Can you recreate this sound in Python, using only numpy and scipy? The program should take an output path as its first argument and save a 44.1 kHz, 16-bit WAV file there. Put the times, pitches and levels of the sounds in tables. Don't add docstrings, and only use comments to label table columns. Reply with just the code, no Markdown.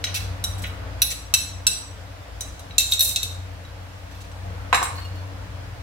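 import sys
import numpy as np
from scipy import signal
from scipy.fft import rfft, irfft, next_fast_len
from scipy.io import wavfile
from scipy.ndimage import uniform_filter1d

SR = 44100
rng = np.random.default_rng(int(sys.argv[2]) if len(sys.argv) > 2 else 0)


def inscribe(sig):
    pcm = np.round(np.clip(np.atleast_2d(sig).T, -1, 1) * 32767)
    wavfile.write(sys.argv[1], SR, pcm.astype(np.int16))


def elevation(decibels):
    levels = np.asarray(decibels, float)
    return 10 ** (levels / 20)


N = 256662


def evened(x):
    return x / np.sqrt(np.mean(x ** 2) + 1e-20)


def read(points, hz):
    f, value = np.transpose(points)
    return np.interp(np.log(hz + 1), np.log(f + 1), value)


def along(rows, t):
    s, db = np.transpose(rows)
    return np.interp(t, s, db)


def fuzzy_tone(hz, width):
    r = np.exp(-np.pi * width / SR)
    noise = rng.standard_normal(N) + 1j * rng.standard_normal(N)
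    slow = signal.lfilter([1], np.convolve([1, -r], [1, -r]), noise)
    return slow * np.exp(2j * np.pi * hz * np.arange(N) / SR)


def fading_tone(hz, width, fade):
    tone = fuzzy_tone(hz, width)
    return evened((tone * abs(tone) ** (fade - 1)).real)


# t/s, level/dB
BACKGROUND_SWELL = [(0.0, 4), (0.45, 6), (1.0, 5), (1.05, -0.5), (2.3, 0), (4.25, -1), (4.5, 4), (5.1, 3),
                    (5.82, 1)]
# t/s, level/dB
MOTOR_LEVEL = [(0.0, -34), (0.3, -30), (0.39, -37), (0.46, -28), (0.86, -41.5), (0.99, -35), (1.06, -53),
               (1.57, -36), (1.81, -47), (1.92, -37), (2.78, -47.5), (3.28, -36), (3.4, -39), (4.3, -42),
               (4.5, -31.5), (4.68, -38.5), (5.12, -33.5), (5.5, -37)]
# f/Hz, width/Hz, level/dB re the overtone group
MOTOR_OVERTONES = [(113.2, 2.3, -12), (180.7, 14.7, -16.5), (280.3, 11.9, -18), (690, 35, -14)]


def hum():
    t = np.arange(N) / SR
    swell_db = along(BACKGROUND_SWELL, t)
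    low = elevation(-44.5 + 1.06 * swell_db) * fading_tone(59, 6.9, fade=0.61)
    main = elevation(along(MOTOR_LEVEL, t)) * fading_tone(92.5, 5, fade=0.44)
    overtones = sum(elevation(db) * evened(fuzzy_tone(hz, width).real) for hz, width, db in MOTOR_OVERTONES)
    tones = low + main + elevation(-40.5 + 0.98 * swell_db) * overtones
    return np.array([elevation(1.5) * tones, elevation(-1.0) * np.roll(tones, 25)])


# f/Hz, level/(dB per Hz)
HISS_COLOUR = [(12, -45), (20, -26), (43, -10), (75, 9), (102, -7.5), (147, -10.5), (224, -21),
               (289, -15.5), (382, -34.5), (452, -24.5), (599, -27), (750, -30), (5360, -36.5),
               (15200, -48), (16500, -78.5)]
# f/Hz, correlation
PORT_LIKENESS = [(60, 0.77), (130, 1), (290, 0.66), (640, 0.66), (1410, -0.1), (3100, -0.036),
                 (6820, -0.12), (15000, 0.061)]
# f/Hz, left minus right level/dB
PORT_LEAN = [(60, 3.5), (180, 3.0), (550, 1.0), (1650, 1.0), (4970, -0.5), (15000, -2.0)]


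def hiss():
    frames, hz = N // 512 + 5, np.fft.rfftfreq(2048, 1 / SR)
    a, b, c, d, patches = rng.standard_normal((frames, 1025, 5)).T
    patches = evened(uniform_filter1d(uniform_filter1d(patches, 16, 0), 6, 1))
    same = np.clip(read(PORT_LIKENESS, hz), -1, 1)[:, None]
    left = a + 1j * b
    right = same * left + np.sqrt(1 - same ** 2) * (c + 1j * d)
    z = np.array([left, right])
    z *= elevation(np.array([[.5], [-.5]]) * read(PORT_LEAN, hz))[:, :, None]
    swell = along(BACKGROUND_SWELL, (np.arange(frames) - 2) * 512 / SR)
    bass = (1 / (1 + (hz / 330) ** 4))[:, None]
    reach = read([(1500, 0.98), (8000, 0.26)], hz)[:, None]
    rumble_db, flame_db = -5 + 0.9 * swell, 13 + 0.66 * swell
    swell_db = bass * rumble_db + (1 - bass) * reach * flame_db
    colour_db = read(HISS_COLOUR, np.minimum(hz, 15000)) - 30 * (hz > 15900)
    z *= elevation(colour_db[:, None] + 0.97 * patches + swell_db)
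    return elevation(21.5) * signal.istft(z, nperseg=2048, noverlap=1536)[1][:, :N] / 2048


# f/Hz, t60/s
ROOM_DECAY = [(500, 0.49), (2500, 0.47), (8000, 0.44), (14000, 0.27)]


def kitchen(x):
    taps = np.zeros((2, SR))
    at = np.arange(300, SR - 20, 20) + rng.integers(0, 20, (2, (SR - 301) // 20))
    np.put_along_axis(taps, at, rng.choice([-1., 1.], at.shape), 1)
    hz, t, z = signal.stft(taps, SR, nperseg=256)
    fall = elevation(-60 * t / read(ROOM_DECAY, hz)[:, None])
    spectrum = rfft(signal.istft(z * fall, SR, nperseg=256)[1])
    power = abs(spectrum) ** 2
    level_out = np.sqrt(uniform_filter1d(power, size=800) / uniform_filter1d(power, size=25))
    tail = irfft(spectrum * level_out)[:, :SR * 3 // 4]
    tail[:, :300] = 0
    return signal.fftconvolve(x, tail / np.linalg.norm(tail[0]), axes=1)[:, :N]


def chatter(seconds, db, size):
    t = np.arange(size) / SR
    contact = rng.standard_normal(size) * (rng.random(size) < 1500 / SR) * np.exp(-(t / seconds) ** 2)
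    contact = elevation(db) * contact / np.linalg.norm(contact)
    contact[0] = 1
    return contact


def blows(rows, body, reach, chatter_s, chatter_db, crack_db, grip_s, grip_db, free, size=7200):
    out, t = np.zeros((2, N + size)), np.arange(size) / SR
    hz = np.fft.rfftfreq(size, 1 / SR)
    centres = np.array([np.mean([mode[0] for mode in family]) for family in body])
    lowest_hz = 0.42 * min(mode[0] for family in body for mode in family)
    grip = elevation(grip_db / (1 + np.exp(-(t - grip_s) / .002)))
    rise = 1 - np.exp(-t / 0.000097)
    crack_edges_db = 45 * np.log10(np.minimum(hz / (1.08 * centres.min()), 1) + 1e-3)
    crack_edges_db += -8 * np.log2(np.maximum(hz / centres.max(), 1))
    base_db, shift_db = np.transpose(reach)
    for s, strength_db, hardness, spot in rows:
        tilt_db = hardness * np.log2(centres / 4000)
        levels = strength_db + base_db + tilt_db + spot * shift_db
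        contact = chatter(chatter_s, chatter_db, size)
        drive = np.sqrt(uniform_filter1d(abs(rfft(contact)) ** 2, size=25) + 0.033)
        crack_colour_db = read(sorted(zip(centres, levels)), hz) + crack_edges_db
        crack = irfft(rfft(rng.standard_normal((2, size))) * elevation(crack_colour_db), size)
        ring = rise * elevation(crack_db - 60 * t / 0.11) * crack / np.linalg.norm(contact)
        for family, level_db in zip(body, levels):
            for mode_hz, db, t60 in family:
                start = rng.uniform(0, 2 * np.pi)
                apart = rng.choice([-1, 1]) * rng.uniform(0.38, 1.0) * min(mode_hz / 900, 1)
                turn = start + apart * np.array([[-1], [1]])
                height = elevation(level_db + db - 60 * t / (free * t60)) / np.interp(mode_hz, hz, drive)
                ring += rise * height * np.sin(2 * np.pi * mode_hz * t + turn)
        at = round(s * SR)
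        out[:, at:at + size] += grip * signal.fftconvolve(ring, contact[None], axes=1)[:, :size]
    bass_cut = signal.butter(4, lowest_hz, "high", fs=SR, output="sos")
    return signal.sosfilt(bass_cut, out[:, :N])


# f/Hz, level/dB, t60/s
GLASS_MODES = [
    [(4330, 0, 0.081), (4340, 1, 0.066)],
    [(2890, 0, 0.12)],
    [(2840, 0, 0.06)],
    [(7300, 0, .04)],
    [(10500, 0, 0.0099), (12800, 0, 0.0098), (14600, 0, .008)],
]
# level/dB struck mid-side, gain/dB as the spot moves to +1
GLASS_SHARE = [(5, 6), (-5, 11), (0, -4), (-6.6, 0.3), (-6, 2)]
# t/s, level/dB, hardness/(dB per octave), spot -1 to 1
GLASS_TOUCHES = [(4.955, -49, 4.4, 0.11), (4.9755, -51.6, -1.2, 0.96), (4.9942, -57, 8, 0.14),
                 (5.0152, -48.5, -1.9, 0.3), (5.0294, -61, -2.0, -0.91), (5.046, -44, 0, -1.0),
                 (5.0624, -55.6, -4.3, -0.01), (5.1544, -50, 0.9, -0.14), (5.1744, -56, -2.6, 0.12)]


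def glass_jiggle():
    return blows(GLASS_TOUCHES, GLASS_MODES, GLASS_SHARE, chatter_s=0.01, chatter_db=4, crack_db=4,
                 grip_s=0.037, grip_db=3.0, free=1.33)


# f/Hz, level/dB, t60/s
COUNTER_MODES = [
    [(1077, -5.5, 0.058), (1184, -2.5, 0.029)],
    [(709, -0.5, 0.092), (505, -4, 0.068), (384, -25, 0.034), (813, 1, 0.074), (960, 4.5, 0.048)],
    [(1560, -4.5, 0.032), (1730, -7, 0.049), (1910, -3, 0.016), (2160, -7.5, 0.038), (2550, -6.5, 0.024),
     (2720, -11.5, 0.027)],
    [(3876, -4, 0.075), (4010, -6, 0.068)],
    [(7480, -4, 0.16), (7350, -1, 0.065), (5800, 3, 0.016), (8100, -9, 0.22), (8780, -1.5, 0.038),
     (9500, -16, 0.086), (9670, -5, 0.12), (12900, -14, .03)],
]
# level/dB struck mid-side, gain/dB as the spot moves to +1
COUNTER_SHARE = [(12, -7.5), (-3.5, -6.5), (6, 9), (-1.8, 2), (-11.5, -13.5)]
# t/s, level/dB, hardness/(dB per octave), spot -1 to 1
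LANDINGS = [
    (4.7281, -15, -0.5, 0.14),
    (4.7457, -15, 3, -0.063),
    (4.7744, -37.5, -5, 0.59),
    (4.817, -33.5, -3, -0.26),
    (4.8278, -23.5, 3.5, -0.52),
    (4.8556, -33, 1.2, -.23),
    (4.9048, -48, -2, 0.33),
    (4.9844, -53.5, -8.5, 0.97),
]


def set_down():
    return blows(LANDINGS, COUNTER_MODES, COUNTER_SHARE, chatter_s=0.01, chatter_db=-2.5, crack_db=-1.5,
                 grip_s=0.013, grip_db=3.5, free=0.89)


# f/Hz, level/dB, t60/s
STACK_MODES = [
    [(3775, 0, .08), (3960, -7, .04), (3535, -12, .03)],
    [(3828, 0, .08), (2660, -9, .14), (6126, -5, .07), (8689, -9, .07), (10438, -12, .05)],
    [(4140, 0, .09), (5780, -1, .08), (6240, -6, .04), (7780, -5, .05), (8110, -3, .06)],
    [(7255, 0, .06), (7375, -8, .05), (9800, -10, .04)],
    [(13400, 0, .04), (12800, -2, .05), (12300, -4, .04), (11275, -4, .05), (11520, -6, .04),
     (9375, -6, .04), (8980, -7, .04), (14923, -5, .04)],
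]
# level/dB struck mid-side, gain/dB as the spot moves to +1
STACK_SHARE = [(0.86, -12), (-0.55, 13.5), (-2.2, -6.5), (-0.21, 18), (-1.3, -5)]
# t/s, level/dB, hardness/(dB per octave), spot -1 to 1
STACK_KNOCKS = [
    (2.7817, -9.5, -3.5, 0.32),
    (2.9213, -12.8, -10.5, -0.2),
    (2.9359, -26.5, -0.5, 0.52),
    (2.9934, -24, 1.5, -0.75),
    (3.0071, -16.5, 1.5, -0.56),
    (3.1599, -13, -7.6, 0.056),
    (3.2305, -20.5, -3, -0.094),
]
# t/s, level/dB, hardness/(dB per octave), spot -1 to 1
STACK_SLIPS = [(2.7977, -23.5, -0.5, -0.6), (2.908, -36, -2, 0.26), (2.9149, -32.5, 3, -0.29),
               (3.0234, -44.5, 19, 0.43), (3.0488, -29.5, 4.5, -0.17), (3.0755, -38.5, 8, 0.45),
               (3.0919, -30, 3, 0.12), (3.1098, -35, 1.6, 0.17), (3.243, -47, 0, 0.1)]


def rattle():
    knocks = blows(STACK_KNOCKS, STACK_MODES, STACK_SHARE, chatter_s=0.0062, chatter_db=-2.0, crack_db=-4.0,
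                   grip_s=0.03, grip_db=2, free=0.72)
    slips = blows(STACK_SLIPS, STACK_MODES, STACK_SHARE, chatter_s=0.024, chatter_db=-0.5, crack_db=5,
                  grip_s=0.048, grip_db=-25, free=0.85)
    return knocks + slips


# f/Hz, level/dB, t60/s
SPOON_MODES = [
    [(3885, 0, .11)],
    [(1905, -1, .02), (2280, 0, .02), (2620, -3, .02), (2900, 0, .02), (3270, -1, .02), (1460, -5, .03)],
    [(6185, 0, .11), (6400, -7, .03), (6720, -6, .03), (6930, -8, .03)],
    [(5812, 0, .11), (7335, -8, .06)],
    [(8810, 0, .03), (7630, -1, .04), (9500, -4, .02), (10300, -5, .02), (13200, -4, .02)],
]
# level/dB struck mid-side, gain/dB as the spot moves to +1
SPOON_SHARE = [(7.5, 4.5), (4, -7.5), (-4.5, -7), (-3, 7), (-7, 9.5)]
# t/s, level/dB, hardness/(dB per octave), spot -1 to 1
SPOON_TICKS = [
    (0.0408, -24.5, 1.3, 0.017),
    (0.4403, -29, 4.5, 0.79),
    (0.4949, -60, 3, -.44),
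    (2.4077, -35, 12.5, -0.28),
    (2.5942, -49, 9, 0.18),
    (2.7086, -49.5, -14, .99),
    (3.6501, -54, -5, .63),
]
# t/s, level/dB, hardness/(dB per octave), spot -1 to 1
SPOON_RUBS = [
    (0.066, -37, 1, -0.7),
    (0.0853, -45, -2, -.9),
    (0.637, -37.5, -11, -0.21),
    (0.654, -45, -4, -0.57),
]


def spoon():
    ticks = blows(SPOON_TICKS, SPOON_MODES, SPOON_SHARE, chatter_s=0.0021, chatter_db=-1.0, crack_db=1.5,
                  grip_s=0.021, grip_db=-30, free=1.0)
    rubs = blows(SPOON_RUBS, SPOON_MODES, SPOON_SHARE, chatter_s=0.018, chatter_db=14, crack_db=2,
                 grip_s=0.027, grip_db=-12, free=0.94)
    return ticks + rubs


# f/Hz, level/dB, t60/s
BOWL_MODES = [
    [(3872, 0, .14), (4130, -4, .12), (3640, -10, .04)],
    [(2655, 0, .13), (1520, -11, .05), (2280, -14, .03)],
    [(5836, 0, .13), (6185, -11, .08), (6000, -13, .05), (5440, -15, .04)],
    [(7785, 0, .12), (7330, -14, .05), (8005, -14, .05), (9130, -10, .07)],
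    [(10064, 0, .07), (9700, -6, .04), (9850, -9, .05), (10350, -10, .04), (11520, -7, .06),
     (12365, -8, .05), (13200, -12, .04), (15095, -8, .06)],
]
# level/dB struck mid-side, gain/dB as the spot moves to +1
BOWL_SHARE = [(1.5, 0.5), (-0.2, -4.5), (1, -4.2), (-3.6, -13), (-2.1, 6)]
# t/s, level/dB, hardness/(dB per octave), spot -1 to 1
BOWL_TAPS = [
    (1.0186, -14.5, 2.5, 0.46),
    (1.3389, -13, 1.5, -0.0044),
    (1.6676, -15.5, 2.5, -0.5),
    (4.3154, -56, -3.8, -1.0),
]
# t/s, level/dB, hardness/(dB per octave), spot -1 to 1
BOWL_SCRAPES = [(0.1423, -27.5, -1, 0.054), (0.159, -30, -3, 0.023), (0.1716, -50, -6, 0.54),
                (0.5798, -51, 4.5, -0.45), (0.6187, -46.5, 4, -0.27), (0.6644, -56, 4, 0.65),
                (1.104, -32.5, 0.3, -0.39), (1.1117, -42.5, -8.5, 0.24), (4.11, -54.5, -2, -0.27),
                (4.147, -53, -5, 0.48), (4.1747, -57, -1.2, -0.11), (4.2044, -50.5, -1, -0.44),
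                (4.2394, -56.4, -2, -0.13)]


def bowl():
    taps = blows(BOWL_TAPS, BOWL_MODES, BOWL_SHARE, chatter_s=0.0023, chatter_db=-2, crack_db=1.5,
                 grip_s=0.018, grip_db=-19, free=0.84)
    scrapes = blows(BOWL_SCRAPES, BOWL_MODES, BOWL_SHARE, chatter_s=0.02, chatter_db=7.5, crack_db=10,
                    grip_s=0.03, grip_db=-35, free=0.5)
    return taps + scrapes


def scene():
    crockery = glass_jiggle() + set_down() + rattle() + spoon() + bowl()
    return hum() + hiss() + elevation(-6.5) * kitchen(crockery) + crockery


def roll_off(x):
    return signal.sosfilt(signal.butter(12, 16980, fs=SR, output="sos"), x)


def record(dry):
    size = next_fast_len(N)
    hz = np.fft.rfftfreq(size, 1 / SR)
    spectrum = rfft(1.05 * np.tanh(dry / 1.05), size)
    spectrum *= elevation(np.array([[-1.], [1.]]) * 1.5 * np.clip(hz / 12000, 0, 1) ** 2)
    spectrum /= 1 + (hz / 15950) ** 160
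    mix = irfft(spectrum, size)[:, :N]
    return roll_off(mix)


dry = scene()
out = record(dry)
inscribe(out)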